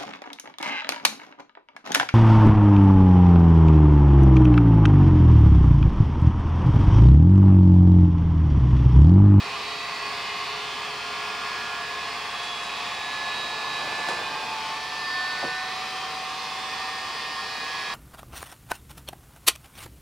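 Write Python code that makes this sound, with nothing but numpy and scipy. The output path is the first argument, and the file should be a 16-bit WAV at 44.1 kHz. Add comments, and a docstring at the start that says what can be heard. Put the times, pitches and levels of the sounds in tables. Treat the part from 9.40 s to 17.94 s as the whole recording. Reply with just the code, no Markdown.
"""Electric inflator filling a plastic bag

A small electric inflator fills a big plastic bag on the wooden floor of a room.
Back pressure unloads the fan, so its shaft creeps up in speed: its harmonics are summed as cosines
that swell and fade through the resonances of bag and room. Air is shaped noise, rushing through
the housing and past the nozzle. The plastic drums, rustles and pops (noise bursts) as it lifts its load."""
import sys
import numpy as np
from scipy import signal
from scipy.fft import rfft, irfft, next_fast_len
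from scipy.io import wavfile
from scipy.ndimage import map_coordinates

SR = 44100
rng = np.random.default_rng(int(sys.argv[2]) if len(sys.argv) > 2 else 0)


def to_wav(s):
    """Save 16-bit WAV."""
    ch = np.atleast_2d(s).T  # columns
    pcm = np.round(np.clip(ch, -1, 1) * 32767)  # PCM
    wavfile.write(sys.argv[1], SR, pcm.astype(np.int16))


N = 376613
TIME = np.arange(N) / SR  # s

# Shaft speed, rising as the bag tightens: (time [s], speed [turns/s])
SHAFT_SPEED = [(0.0, 138.32), (0.9, 139.73), (1.5, 140.18), (2.35, 140.71), (2.8, 141.36), (3.45, 142.1),
               (4.3, 143.43), (4.7, 144.53), (5.2, 146.62), (5.6, 147.64), (6.0, 149.1), (6.65, 150.55),
               (7.4, 151.91), (8.1, 153.08), (8.54, 153.65)]
# Steady whine of the fan, before the room: (frequency [Hz], level of a harmonic lying there [dB rms])
WHINE_LEVEL = [(140, -67), (300, -70), (425, -60.5), (570, -64), (720, -48.5), (880, -54), (1050, -54),
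               (1700, -51.5), (2400, -53.5), (3100, -53), (3600, -54), (4700, -55.5), (5800, -63.5),
               (7500, -70.5), (10000, -77)]
# Strong resonances of bag and room:
# (centre [Hz], half width [Hz], level of an ordinary harmonic at the centre, before its waver [dB rms])
RESONANCES = [(419, 4, -55), (753, 8, -42), (862, 12, -47.5), (879, 6, -41), (1405, 4.5, -42),
              (1490, 7, -41), (1600, 7, -43), (1689, 3.5, -42.5), (1712, 4, -45), (1731, 11, -40.5),
              (1783, 10, -36.5), (1834, 13, -47.5), (1948, 8, -45), (2094, 5, -47.5), (2468, 24, -43.5),
              (2933, 8, -45), (3160, 6, -47), (3403, 6, -48), (3490, 16, -49), (3872, 32, -45.5),
              (4455, 20, -49), (4882, 13, -49)]
# Noise colours give the shape only; the loudness is set where each noise is used.
# Air through the fan: (frequency [Hz], relative density [dB per Hz])
DRAUGHT_COLOUR = [(35, -37), (70, -8.5), (140, -5.5), (330, -4.5), (440, -0.5), (590, -6.5), (720, 4.5),
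                  (1000, 6), (1450, -2.5), (2300, -2.5), (3000, -7), (5000, -2.5), (6300, -14.5),
                  (12000, -30)]
# Air resonances and notches of housing and nozzle: (centre [Hz], width [Hz], lift [dB])
HOUSING_PEAKS = [(192, 26, 1.5), (343, 14, -7.5), (457, 68, 1), (840, 85, -4), (1079.7, 45.5, 11.5),
                 (1179, 47, 10), (1804, 150, 5), (2056, 90, 5), (2474, 86, 11.5), (2598, 68, 9),
                 (3120, 80, -6.5), (3263, 520, 6.5), (3750, 69, -3), (4384, 79, 7), (9400, 760, 4)]
# Air spilling past the nozzle: (frequency [Hz], relative density [dB per Hz])
SPILL_COLOUR = [(100, -22), (300, -16), (800, -0.5), (1300, -16.5), (1750, -13.5), (2500, 11.5),
                (4500, -19), (7000, -8.5), (10000, -27.5), (13000, -48)]
# Skin of the bag drumming: (frequency [Hz], relative density [dB per Hz])
FLUTTER_COLOUR = [(50, -29), (150, -7.5), (300, -6.5), (550, -2), (850, 3.5), (1300, -8.5), (3000, -41)]
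# Brief dip in the body of the stream: (time [s], fall [s], recovery [s], change [dB])
FLOW_DIP = (5.3, .32, .42, -1)
# The bag heaving under its load:
# (time [s], rise [s], fall [s], more spill [dB], more drumming [dB], rubbing [dB])
HEAVES = [(3.65, 0.6, 0.93, 4, 0, -59), (4.7, .33, 0.18, 3, 15, -56)]
# The bag thumping and popping taut:
# (onset [s], envelope peak of equal energy [dB], centre [Hz], width [octaves], time to peak [s])
POPS = [(4.672, -36, 380, .9, .02), (4.684, -28, 1500, 1.2, .0035), (4.686, -23.5, 800, .65, .002),
        (4.703, -28, 650, .9, .003), (6.023, -29, 720, .35, .006), (6.032, -38, 170, .8, .009),
        (6.035, -29, 450, .45, .005), (6.058, -35, 470, .45, .006)]
# Short rubs of plastic: (onset [s], envelope peak [dB], time to peak [s])
RUSTLES = [(3.025, -50, 0.015), (3.22, -52, 0.018), (4.684, -54, 0.018), (6.03, -58, .015)]
# Fizz of rubbed plastic: (frequency [Hz], relative density [dB per Hz])
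RUSTLE_COLOUR = [(1000, -18), (3000, -12), (6500, 8), (9500, 3), (12000, -19), (16000, -30)]
# Microphone hiss: (frequency [Hz], relative density [dB per Hz])
HISS_COLOUR = [(100, -15), (5000, -14), (9000, 9), (11500, 0), (16000, 1.5)]
# Difference between the two microphones: (frequency [Hz], gain on the side signal [dB])
SIDE_GAIN = [(60, -13), (150, -9.5), (350, -14.5), (700, -16.5), (1400, -12), (2800, -10.5), (5500, -8),
             (9000, -1), (15000, -0.5)]
# Stereo balance: (frequency [Hz], left minus right [dB])
BALANCE = [(60, -2.5), (200, -.5), (700, 0.5), (1300, -1.5), (2400, -0.6), (4400, -1), (8000, 0.5),
           (15000, 0.5)]

POLES, POLE_DB = 3, 3  # harmonics at multiples of the rotor's pole count sing this much stronger
FLOW_DB, PRESSURE_TILT_DB = -34, 1.5  # air stream; full pressure lifts its hiss over its body
SPILL_SLACK_DB, SPILL_TIGHT_DB = -41.5, -56  # spill dies down as the folds fill; heaves add to it
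FLUTTER_DB = -53.5  # drumming between heaves
EDGE_HZ = 15850  # top of the recorder's band


def amp(db):
    """Decibels to gain."""
    return 10 ** (np.asarray(db) / 20)


def unit(x):
    """Scales to rms 1."""
    return x / np.sqrt(np.mean(x ** 2) + 1e-20)


def curve(rows):
    """Draws a table of (time, value) as a value at every sample."""
    return np.interp(TIME, *np.transpose(rows))


def read(points, hz):
    """Reads a table of (frequency, value) on a log-frequency axis."""
    f, value = np.transpose(points)
    return np.interp(np.log(hz + 1), np.log(f + 1), value)


def colour(x, db_at):
    """Filters x by a function that gives dB for each frequency."""
    size = next_fast_len(N + 4096, True)
    gain = amp(db_at(np.fft.rfftfreq(size, 1 / SR)))
    return irfft(rfft(x, size) * gain, size)[..., :N]


def noise(points, peaks=()):
    """Two unrelated noises (mid, side), jointly at rms 1, with a broad colour and resonances on top."""
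    def db_at(hz):
        db = read(points, hz)
        for centre, width, lift_db in peaks:
            db = db + lift_db / (1 + (2 * (hz - centre) / width) ** 2)
        return db
    return unit(colour(rng.standard_normal((2, N)), db_at))


def drift(rate):
    """Slow chance of rms 1, changing about rate times a second."""
    knots = rng.standard_normal(4096)
    coarse = map_coordinates(knots, [TIME[::64] * rate], order=3, mode="wrap")
    return unit(coarse).repeat(64)[:N]


def burst(length, t):
    """An envelope that peaks at 1 after the given length and dies away."""
    return t / length * np.exp(1 - t / length)


def swell(s, rise, fall):
    """A smooth hump of height 1 at time s."""
    return np.exp(-((TIME - s) / np.where(TIME < s, rise, fall)) ** 2)


def pressure():
    """Tightness of the bag, 0 slack to 1 full, in step with the rising fan speed."""
    speed = curve(SHAFT_SPEED)
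    return (speed - speed.min()) / np.ptp(speed)


def room(x, wet_db, t60):
    """Direct sound plus a decaying tail of sparse reflections; the side signal is reflections only."""
    t = np.arange(SR // 2) / SR
    sparse = (rng.random((2, len(t))) < .05) * (t > .002)
    taps = rng.standard_normal((2, len(t))) * sparse
    tail = taps * amp(-60 * t / t60)
    tail /= np.linalg.norm(tail, axis=1, keepdims=True)
    tail[0] *= amp(wet_db)
    tail[0, 0] = 1  # the direct sound
    tail[0] /= np.linalg.norm(tail[0])
    return signal.fftconvolve(x[None], tail, axes=1)[:, :N]


def background(hum_hz=59.6, hum_db=-63, hiss_db=-62):
    """A low appliance hum, mid and side a quarter cycle apart, and the hiss of the microphones."""
    phases = np.array([[0], [np.pi / 2]])
    hum = np.sqrt(2) * amp(hum_db) * np.sin(2 * np.pi * hum_hz * TIME + phases)
    return hum + amp(hiss_db) * noise(HISS_COLOUR)


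def plastic():
    """Folds of the bag snap with dull, damped thuds; rubbing and heaving give swells of fizz."""
    pops, rubbing = np.zeros(N), np.zeros(N)
    t = np.arange(8192) / SR
    hz = np.fft.rfftfreq(len(t), 1 / SR) + 1
    for s, db, centre_hz, octaves, length in POPS:
        band = np.exp(-.5 * (np.log2(hz / centre_hz) / octaves) ** 2)
        shape = burst(length, t)
        thud = shape * irfft(band * rfft(rng.standard_normal(len(t))))
        thud *= np.linalg.norm(shape) / np.linalg.norm(thud)  # same energy as the envelope
        pops[round(s * SR):][:len(t)] += amp(db) * thud
    for s, db, length in RUSTLES:
        rubbing[round(s * SR):][:len(t)] += amp(db) * burst(length, t)
    for s, rise, fall, *_, rub_db in HEAVES:
        rubbing += amp(rub_db) * swell(s, rise, fall)
    thuds = room(pops, wet_db=-5, t60=.25)
    return thuds + rubbing * noise(RUSTLE_COLOUR)


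def air_stream(tight, gust_db=0.47, hiss_hz=3600, slack_tilt_db=-1):
    """Turbulence rings the housing; growing pressure tips its balance from body towards hiss."""
    stream = noise(DRAUGHT_COLOUR, HOUSING_PEAKS) * amp(FLOW_DB + gust_db * drift(7))
    body = colour(stream, lambda hz: -20 * np.log10(1 + (hz / hiss_hz) ** 8))
    hiss = stream - body
    tilt = amp(slack_tilt_db + PRESSURE_TILT_DB * tight)
    *dip, dip_db = FLOW_DIP
    return body * amp(dip_db * swell(*dip)) / np.sqrt(tilt) + hiss * tilt


def spill_and_flutter(tight, drum_spread=3.3):
    """Air spills past the nozzle and shakes the skin of the bag; heaves lift both, drumming for longer."""
    spill_db = SPILL_SLACK_DB + (SPILL_TIGHT_DB - SPILL_SLACK_DB) * tight
    flutter_db = FLUTTER_DB
    for s, rise, fall, more_spill_db, more_drum_db, _ in HEAVES:
        spill_db = spill_db + more_spill_db * swell(s, rise, fall)
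        flutter_db = flutter_db + more_drum_db * swell(s, drum_spread * rise, drum_spread * fall)
    spill = noise(SPILL_COLOUR) * amp(spill_db)
    flutter = noise(FLUTTER_COLOUR) * amp(flutter_db + 1.5 * drift(40))
    return spill + flutter


def shaft(wobble=0.00031):
    """Angle of the motor shaft [rad]: speed summed over time, with a slight unsteadiness (rms fraction)."""
    return 2 * np.pi * np.cumsum(curve(SHAFT_SPEED) * (1 + wobble * drift(14))) / SR


def singing(angle, waver_db=1.93, waver_per_s=6):
    """Each harmonic sings out, wavering a little, while the rising speed carries it across a resonance."""
    speed, out = curve(SHAFT_SPEED), np.zeros((2, N))
    starts = rng.uniform(0, 2 * np.pi, (64, 2, 1))
    for hz, half_width, db in RESONANCES:
        waver = waver_db * drift(waver_per_s)
        # only harmonics that can come close to this resonance
        for k in range(int(hz / speed.max()), int(hz / speed.min()) + 2):
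            detune = (k * speed - hz) / half_width
            near = abs(detune) < 4
            pole_db = POLE_DB * (k % POLES == 0)
            gain = amp(db + waver[near] + pole_db) * np.exp(-.5 * detune[near] ** 2)
            out[:, near] += np.sqrt(2) * gain * np.cos(k * angle[near] + starts[k])
    return out


def whine(angle, count=68, wet_db=4, t60=0.55, direct_hz=1100):
    """Harmonics of the shaft; reflections make the high ones fade in and out as the speed creeps up."""
    mean_hz = np.mean(curve(SHAFT_SPEED))
    turn = (angle % (2 * np.pi)).astype(np.float32)
    starts = rng.uniform(0, 2 * np.pi, count)
    stack = 0
    for k, start in enumerate(starts, 1):
        level = amp(read(WHINE_LEVEL, k * mean_hz))
        stack = stack + level * np.cos(k * turn + np.float32(start))
    stack = np.sqrt(2) * stack
    # the low part arrives mostly direct, the high part mostly as reflections
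    low = colour(stack, lambda hz: -10 * np.log10(1 + (hz / direct_hz) ** 12))
    return room(low, wet_db=-16.5, t60=t60) + room(stack - low, wet_db, t60)


def scene():
    """All sources as mid and side, turned into two microphones that agree less towards the treble."""
    tight, angle = pressure(), shaft()
    air = air_stream(tight) + spill_and_flutter(tight)
    mid, side = background() + plastic() + air + singing(angle) + whine(angle)
    side = colour(side, lambda hz: read(SIDE_GAIN, hz))
    left = colour(mid + side, lambda hz: read(BALANCE, hz) / 2)
    right = colour(mid - side, lambda hz: -read(BALANCE, hz) / 2)
    return np.array([left, right])


def record(dry):
    """The band limit of the recorder: a steep linear-phase low-pass."""
    lowpass = signal.firwin(511, EDGE_HZ, window=("kaiser", 9), fs=SR)
    return signal.oaconvolve(dry, lowpass[None], "same")


dry = scene()
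out = record(dry)
to_wav(out)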